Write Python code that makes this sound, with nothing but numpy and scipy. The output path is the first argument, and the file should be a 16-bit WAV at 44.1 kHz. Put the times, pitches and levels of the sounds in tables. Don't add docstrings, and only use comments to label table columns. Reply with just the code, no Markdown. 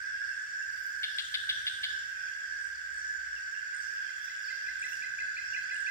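import sys
import numpy as np
from scipy import signal
from scipy.fft import rfft, irfft
from scipy.io import wavfile
from scipy.ndimage import map_coordinates

SR = 44100
rng = np.random.default_rng(int(sys.argv[2]) if len(sys.argv) > 2 else 0)


def pcm_store(signal):
    levels = np.round(np.clip(np.atleast_2d(signal), -1, 1) * 32767)
    wavfile.write(sys.argv[1], SR, levels.astype(np.int16).T)


def level_to_linear(level):
    exponent = np.asarray(level, float) / 20
    return 10 ** exponent


N = 260190


def in_time(rows):
    s, *columns = np.transpose(rows)
    return [np.interp(np.arange(N) / SR, s, c) for c in columns]


def at_hz(points, hz):
    points = np.array(points)
    return np.interp(np.log(hz + 1), np.log(points[:, 0]), points[:, 1])


def rms_one(x):
    return x / np.sqrt(np.mean(x ** 2) + 1e-20)


def drift(rate):
    coarse = np.arange(0, N + 32, 32)
    slow = map_coordinates(rng.standard_normal(3000), [coarse * rate / SR], order=3)
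    return np.interp(np.arange(N), coarse, rms_one(slow))


def phrases(rows, fade_db_per_s, rest_db):
    t = np.arange(N) / SR
    held = []
    for s, length_s, db in rows:
        outside_s = np.maximum(0, np.maximum(s - t, t - s - length_s))
        held.append(db - fade_db_per_s * outside_s)
    return np.maximum(np.max(held, axis=0), rest_db)


def place(x, pan_db, lag_ms):
    at = np.arange(len(x))
    late = np.interp(at - np.round(lag_ms * SR / 1000), at, x)
    return np.array([late * level_to_linear(pan_db / 2), x * level_to_linear(-pan_db / 2)])


def grove(x, gap_s):
    t60_s = 0.7
    t = np.arange(SR) / SR
    cloud = rng.standard_normal((2, SR)) * level_to_linear(-60 * t / t60_s) * (t > gap_s)
    unit_energy = rms_one(cloud) / np.sqrt(SR)
    return signal.fftconvolve(x, unit_energy, axes=1)[:, :N]


def shaped_noise(spectrum, likeness):
    hz = np.fft.rfftfreq(N, 1 / SR)
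    mid, side = rfft(rng.standard_normal((2, N)))
    alike = np.clip(at_hz(likeness, hz), -1, 1)
    both = np.sqrt(1 + alike) * mid + np.sqrt(1 - alike) * side * [[1], [-1]]
    return rms_one(irfft(both * level_to_linear(at_hz(spectrum, hz)), N))


def chorus(singers, level_db, wander_rate, flicker_db, wet_db):
    out = 0
    for carrier_hz, per_s, decay, glide_hz, wander_hz, db, pan_db, lag_ms in singers:
        stroke = np.cumsum(per_s * (1 + .02 * drift(4.0))) / SR % 1
        hz = carrier_hz + glide_hz * (stroke - .3) + wander_hz * drift(wander_rate)
        swell = np.sin(np.pi * stroke) ** 1.75 * np.exp(-decay * stroke)
        voice = rms_one(swell * np.sin(2 * np.pi * np.cumsum(hz) / SR))
        out = out + place(voice * level_to_linear(db + flicker_db * drift(9.0)), pan_db, lag_ms)
    direct = rms_one(out) * level_to_linear(level_db + 5.0) / np.sqrt(1 + level_to_linear(2 * wet_db))
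    return np.array([direct, level_to_linear(wet_db) * direct])


def glides(events, from_hz, to_hz, length_s, lag_ms, wet_db, db=0.0, after_s=0.0):
    out = np.zeros((2, N + SR))
    u = np.linspace(0, 1, round(length_s * SR))
    change = rng.normal(0, 0.006, (len(events), 1))
    shape = np.sin(np.pi * u) ** 2 * np.exp(1 - 2 * u)
    for (s, peak_db, pan_db), detune in zip(events, change):
        hz = (from_hz + (to_hz - from_hz) * u) * (1 + detune)
        note = np.sin(2 * np.pi * np.cumsum(hz) / SR) * shape
        at = round((s + after_s) * SR)
        out[:, at:at + len(u)] += place(note * level_to_linear(peak_db + db), pan_db, lag_ms)
    return np.array([out[:, :N], level_to_linear(wet_db) * out[:, :N]])


def strokes(bursts, gap_s, pan_db, uneven_db, growth_db):
    luck = rng.normal(0, 1, (len(bursts), 8, 3))
    rows = []
    for i, (s, length_s, db) in enumerate(bursts):
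        for k in range(round(length_s / gap_s) + 1):
            timing, strength, side = luck[i, k]
            start_s = s + gap_s * (k + .06 * timing * (k > 0))
            level_db = db + growth_db * k + uneven_db * strength
            rows.append((start_s, level_db, pan_db + 2.4 * side))
    return rows


# time_s, level_db
RUMBLE_LEVEL = [(0, -71.5), (.9, -75), (1.5, -68), (2.2, -74), (2.85, -72.5), (3.5, -72), (3.9, -74),
                (4.5, -74.5), (4.9, -71.5), (5.9, -71.5)]
# frequency_hz, density_db
RUMBLE_SPECTRUM = [(15, -53.5), (25, -30), (46, -5.5), (65, 1), (134, -9), (409, -24.5), (818, -36),
                   (1000, -35.5), (1300, -33.5), (2200, -120)]
# frequency_hz, left_right_likeness
LOW_LIKENESS = [(60, .9), (130, .62), (290, .36), (640, .05)]


def rumble():
    level_db = in_time(RUMBLE_LEVEL)[0] + 1.8 * drift(3.4)
    return level_to_linear(level_db) * shaped_noise(RUMBLE_SPECTRUM, LOW_LIKENESS) * level_to_linear([[-2.5], [2.1]])


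# start_s, length_s, level_db
HUM_SWELLS = [(.36, 0.55, -71.5), (.97, 0.07, -66), (1.6, .08, -64.5), (1.85, 0.077, -66), (2.53, .85, -62),
              (3.8, 0.06, -67), (4.68, 0.04, -65), (5.0, .5, -71)]


def hum():
    line = np.sin(2 * np.pi * np.cumsum(63 + 1.58 * drift(2.9)) / SR)
    return place(line * level_to_linear(phrases(HUM_SWELLS, 110, rest_db=-74) - 5.5), -7.0, .01)


# start_s, length_s, level_db
BREEZE = [
    (0, .1, -88),
    (1.1, 1.2, -83),
    (4.75, 0.3, -79),
]
# frequency_hz, density_db
FERN_SPECTRUM = [(100, -34), (200, 0), (500, -3.5), (1000, -8.5), (1500, -43)]


def ferns():
    level_db = phrases(BREEZE, 30, rest_db=-100) + 2.5 * drift(5.1)
    return level_to_linear(level_db) * shaped_noise(FERN_SPECTRUM, LOW_LIKENESS)


# frequency_hz, density_db
FAR_SPECTRUM = [(950, -28.5), (1250, -3), (1900, 7), (2400, -6), (3500, -11), (3980, -16.5), (4500, -10),
                (6000, -8.5), (6420, -18), (7600, -11), (8600, -14), (9250, -45), (11000, -40.5),
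                (12200, -28), (15500, -23.5)]
# frequency_hz, left_right_likeness
UNALIKE = [(1000, -0.089), (16000, 0.007)]


def far_chorus():
    return level_to_linear(-50.5) * shaped_noise(FAR_SPECTRUM, UNALIKE) * level_to_linear([[-1.2], [1.2]])


# start_s, length_s, level_db
HISS_SWELLS = [(.8, 0.083, -82), (1.05, 0.86, -78), (2.0, 0.29, -83.5), (3.75, .1, -92), (4.15, .35, -85),
               (4.88, 0.073, -79), (5.1, 0.16, -88), (5.75, .15, -86.5)]
# frequency_hz, density_db
HISS_SPECTRUM = [(8600, -18.5), (9200, 1), (11500, -2), (13000, -7), (14000, -39.5)]


def high_hiss():
    return level_to_linear(phrases(HISS_SWELLS, 66, rest_db=-105) + 10.0) * shaped_noise(HISS_SPECTRUM, UNALIKE)


# time_s, pitch_hz, level_db
SQUEAKS = [
    [(1.86, 11700, -80), (1.93, 12000, -76), (2.04, 11950, -76), (2.08, 12400, -75), (2.12, 13500, -80)],
    [(4.9, 15600, -80), (4.94, 14600, -78), (4.965, 13200, -76), (4.99, 12000, -82)],
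    [(4.955, 14400, -80), (5.0, 13400, -78), (5.04, 12400, -82), (5.07, 12700, -79), (5.11, 12300, -82)],
    [(4.85, 12200, -80), (4.86, 12550, -73), (4.885, 12550, -72), (4.89, 13500, -68), (4.91, 13650, -66),
     (4.93, 12800, -68), (4.96, 10500, -79)],
]


def squeaks():
    out, t = 0, np.arange(N) / SR
    for rows in SQUEAKS:
        hz, db = in_time(rows)
        on = (t > rows[0][0]) & (t < rows[-1][0])
        out = out + on * level_to_linear(db + 6.5) * np.sin(2 * np.pi * np.cumsum(hz) / SR)
    return place(out, 4.0, .2)


# carrier_hz, strokes_per_s, decay_per_stroke, glide_hz_per_stroke, wander_hz,
# level_db, left_minus_right_db, left_lag_ms
WHINERS = [(13900, 72, 1.2, 0, 35, 0, -1.5, -.2), (13870, 44, 1.2, 0, 35, -1.5, 1.5, .2)]
# start_s, length_s, level_db
WHINE_PHRASES = [(.56, 0.34, -84), (1.33, .27, -82), (2.2, 0.27, -88), (2.99, 0.26, -92), (3.79, .25, -83),
                 (4.47, .26, -82), (5.36, 0.25, -83)]


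def whiners():
    return chorus(WHINERS, phrases(WHINE_PHRASES, 350, rest_db=-100), 92.0, flicker_db=1.5, wet_db=1.5)


BUZZERS = [(8350, 132, 3.5, -250, 70, 0, 5, .3)]
# start_s, length_s, level_db
BUZZ_PHRASES = [
    (0, 1.7, -72.5),
    (1.3, 0.27, -62),
    (2.6, 0.32, -75.5),
    (4.8, 0.078, -85),
    (5.7, .2, -73),
]


def buzzers():
    return chorus(BUZZERS, phrases(BUZZ_PHRASES, 27, rest_db=-100.5), 200.0, flicker_db=3.5, wet_db=2.5)


PURRERS = [(3387, 57, 4.5, -300, 140, 3.5, -6, 0.28), (2630, 47, 0.81, 149, 130, 3, -9, 0.087)]
# start_s, length_s, level_db
PURR_PHRASES = [
    (0, 0.21, -67),
    (1.9, 0.25, -63.5),
    (4.1, 0.77, -62),
    (5.3, .6, -64),
]


def purrers():
    return chorus(PURRERS, phrases(PURR_PHRASES, 12.6, rest_db=-71.5), 80.0, flicker_db=1.7, wet_db=17.0)


RASPERS = [(5390, 54, 0.83, -500, 200, -5.5, -5, 0.21), (4993, 62, 1.2, -600, 220, 0, -3.5, -.2),
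           (5780, 39, 1.7, -700, 200, -0.5, -4.5, .1)]
# start_s, level_db
RASP_BOUTS = [(.04, -55), (.28, -58.5), (.5, -69), (.69, -63), (.86, -64), (1.1, -56), (1.52, -57),
              (1.76, -60), (2.01, -58), (2.23, -59), (2.46, -57.5), (2.72, -86), (2.97, -71), (3.2, -60),
              (3.4, -62), (3.62, -59), (3.81, -56.5), (4.04, -57), (4.24, -54.5), (4.43, -55), (4.64, -59),
              (4.87, -63.5), (5.07, -61), (5.27, -61.5), (5.48, -55.5), (5.7, -59.5)]


def raspers():
    bouts = [(s, 0.037, db) for s, db in RASP_BOUTS]
    return chorus(RASPERS, phrases(bouts, 160, rest_db=-61), 60.0, flicker_db=3.5, wet_db=3.0)


CRICKETS = [(6935, 34, 9.9, 240, 56, -0.5, -7, .2), (7120, 57, 1.7, 180, 63.2, -5, -2.5, .15),
            (7140, 32, 2.6, 220, 46, -13, -4, -.2)]
# time_s, level_db
CRICKET_LEVEL = [(0, -70.5), (.55, -64.5), (.95, -65.5), (1.5, -64), (2.1, -66.5), (2.35, -67.5),
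                 (2.8, -68), (3.05, -64), (3.4, -67.5), (3.9, -64.5), (5.9, -63)]


def crickets():
    throbs_per_s, throb_db = 12, 3.0
    phase = 2 * np.pi * throbs_per_s * np.arange(N) / SR + 0.32 * drift(1.0)
    level_db = in_time(CRICKET_LEVEL)[0] + throb_db * np.cos(phase)
    return chorus(CRICKETS, level_db, 150.0, flicker_db=2.0, wet_db=-3.5)


DRONERS = [(1530, 88, 1.2, 0, 22, 0, -6, .4), (1618, 95, 2.2, 0, 22, 1.5, -4, .44),
           (1575, 79, 2.2, 0, 50, -4, -7, .15), (1713, 90, 2.2, 0, 30, -7, -4.5, .2),
           (1600, 60, 2.2, 0, 40, -5, .6, -.45)]
# time_s, level_db
DRONE_LEVEL = [(0, -39.5), (.3, -39.5), (1.4, -41), (2.65, -41), (2.8, -43.5), (3.12, -38.5), (3.3, -43),
               (3.8, -39.5), (4.0, -42), (4.75, -40), (5.4, -39), (5.55, -37.5), (5.9, -37)]


def drone():
    body_hz, width_hz = 1628, 486
    song = chorus(DRONERS, in_time(DRONE_LEVEL)[0], 25.0, flicker_db=1.5, wet_db=0.0)
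    b, a = signal.iirpeak(body_hz, body_hz / width_hz, SR)
    return level_to_linear(-1.5) * signal.lfilter(b, a, signal.lfilter(b, a, song))


def chirper():
    first_s, every_s, gap_s = .02, .2245, .033
    bursts = [(s, 2 * gap_s, -59) for s in np.arange(first_s, N / SR, every_s)]
    rows = strokes(bursts, gap_s, pan_db=-4.0, uneven_db=2.0, growth_db=0.2)
    return glides(rows, 5050, 4000, .024, .2, wet_db=-4.0, after_s=-.004)


# start_s, length_s, peak_db
KATYDID_BURSTS = [(1.162, .06, -53), (2.601, .06, -59.5), (2.939, .06, -54), (3.745, .06, -53),
                  (4.793, .06, -54.5), (4.926, .04, -58), (5.74, .06, -53)]
# start_s, length_s, peak_db
TICK_BURSTS = [
    (.797, .068, -56),
    (1.044, .034, -58),
    (1.254, .068, -59.5),
    (4.18, .068, -59),
    (4.39, .068, -61),
]


def katydids():
    calls = strokes(KATYDID_BURSTS, .02, pan_db=9.5, uneven_db=1.0, growth_db=-0.3)
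    ticks = strokes(TICK_BURSTS, .034, pan_db=5.0, uneven_db=2.5, growth_db=1.5)
    return (glides(calls, 9310, 6920, 0.013, -0.22, wet_db=-2.0)
            + glides(ticks, 15700, 14300, 0.009, -.1, wet_db=-3.0)
            + glides(ticks, 10500, 9600, .009, -.1, wet_db=-6.0, db=-12.0))


# start_s, peak_db, left_minus_right_db
TAPS = [
    (2.684, -62.5, -0.5),
    (4.899, -61, -2),
]


def taps():
    return glides(TAPS, 700, 300, 0.0023, .05, wet_db=-8.0)


# low_note_s, upstroke_db, low_note_db
FROGS = [(0.065, -58, -51), (2.299, -56, -53.5), (3.27, -59, -51), (3.742, -61, -48), (4.0956, -55, -44),
         (4.3011, -52, -41.5), (4.5072, -46.5, -37), (4.6867, -45.5, -37), (4.845, -39, -35),
         (5.0421, -41.5, -37), (5.2076, -40, -37), (5.3878, -38.5, -37.5), (5.5659, -37, -36),
         (5.7192, -43, -36.5), (5.8874, -37.5, -37)]
# start_s, peak_db, left_minus_right_db
PEEPS = [
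    (3.585, -52, -8),
    (4.923, -46, -10),
    (5.5303, -42.5, -10),
    (5.7518, -47.5, -12),
]
FAR_PEEPS = [
    (.168, -58, -6),
    (.308, -53, -8),
    (.455, -62, -8),
    (.61, -54, -7),
    (.75, -66, -8),
]
FALLS = [
    (3.352, -49.5, -4),
    (3.535, -57, -12),
]


def frogs():
    lead_s, pan_db = 0.02, -3
    high = [(s - lead_s, db, pan_db) for s, db, _ in FROGS]
    low = [(s, db, pan_db) for s, _, db in FROGS]
    return (glides(high, 2150, 2900, 0.016, .1, wet_db=-5.0, db=2.5, after_s=-.004)
            + glides(high, 2650, 2480, 0.016, .1, wet_db=2.5, db=-1.5, after_s=.008)
            + glides(low, 2000, 2090, 0.028, .1, wet_db=-3.0, after_s=-.008)
            + glides(low, 3950, 4200, 0.02, .1, wet_db=1.5, db=-16.0, after_s=-0.0077)
            + glides(PEEPS, 2600, 3050, 0.026, .1, wet_db=-8.0, after_s=-0.003)
            + glides(FAR_PEEPS, 2623, 2840, 0.036, .1, wet_db=-1.0)
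            + glides(FALLS, 3000, 2300, 0.047, .1, wet_db=-1.0))


# start_s, peak_db, left_minus_right_db
RATTLES = [
    (1.032, -26.5, 3.1),
    (1.1847, -26.5, 5.7),
    (1.3413, -26, 6.3),
    (1.492, -24, 2.0),
    (1.6675, -24.5, 0.52),
    (1.8337, -25, 0.95),
]
# frequency_hz, level_db, t60_s
RATTLE_BODY = [(1290, -26, 0.005), (2120, -9.5, 0.0071), (2530, -7, 0.0057), (2854, -1.5, 0.0038),
               (3480, -0.5, 0.0096), (3896, -3, .005), (4340, -5.5, 0.0051), (4945, -11.5, 0.0038),
               (10100, -26, 0.012), (11900, -39, 0.015)]


def rattler():
    clicks, t = np.zeros((2, N)), np.arange(1300) / SR
    for s, db, pan_db in RATTLES:
        sparse = rng.standard_normal(len(t)) * (rng.random(len(t)) < .3)
        run = rms_one(sparse) * np.exp(-(t / .022) ** 4)
        sides_db = np.array([[pan_db], [-pan_db]]) / 2
        clicks[:, round(s * SR) - 60:][:, :len(t)] += run * level_to_linear(db - 15 + sides_db)
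    out = 0
    for k, (hz, db, t60) in enumerate(RATTLE_BODY):
        r, w = level_to_linear(-60 / (t60 * SR)), 2 * np.pi * hz / SR
        mode = signal.lfilter([0, np.sin(w)], [1, -2 * r * np.cos(w), r * r], clicks + 1e-18)
        out = out + (-1) ** k * level_to_linear(db) * mode
    out = signal.sosfilt(signal.butter(5, 1250, "high", fs=SR, output="sos"), out)
    out = signal.sosfilt(signal.butter(2, [5500, 9300], "bandstop", fs=SR, output="sos"), out)
    out[1] = np.roll(out[1], 6)
    far_part = signal.sosfilt(signal.butter(2, [2600, 4800], "band", fs=SR, output="sos"), out)
    return out + level_to_linear(-5.5) * grove(far_part, .014)


def scene():
    background = rumble() + hum() + ferns() + far_chorus() + high_hiss()
    steady = whiners() + buzzers() + purrers() + raspers() + crickets() + drone()
    direct, sent = steady + chirper() + katydids() + taps() + frogs()
    return background + squeaks() + direct + grove(sent, 0.0064) + rattler()


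def band_limit(x):
    return signal.sosfilt(signal.butter(12, 15880, fs=SR, output="sos"), x)


def record(dry):
    cut = signal.sosfilt(signal.cheby2(16, 50, 16300, fs=SR, output="sos"), dry)
    return band_limit(cut)


dry = scene()
out = record(dry)
pcm_store(out)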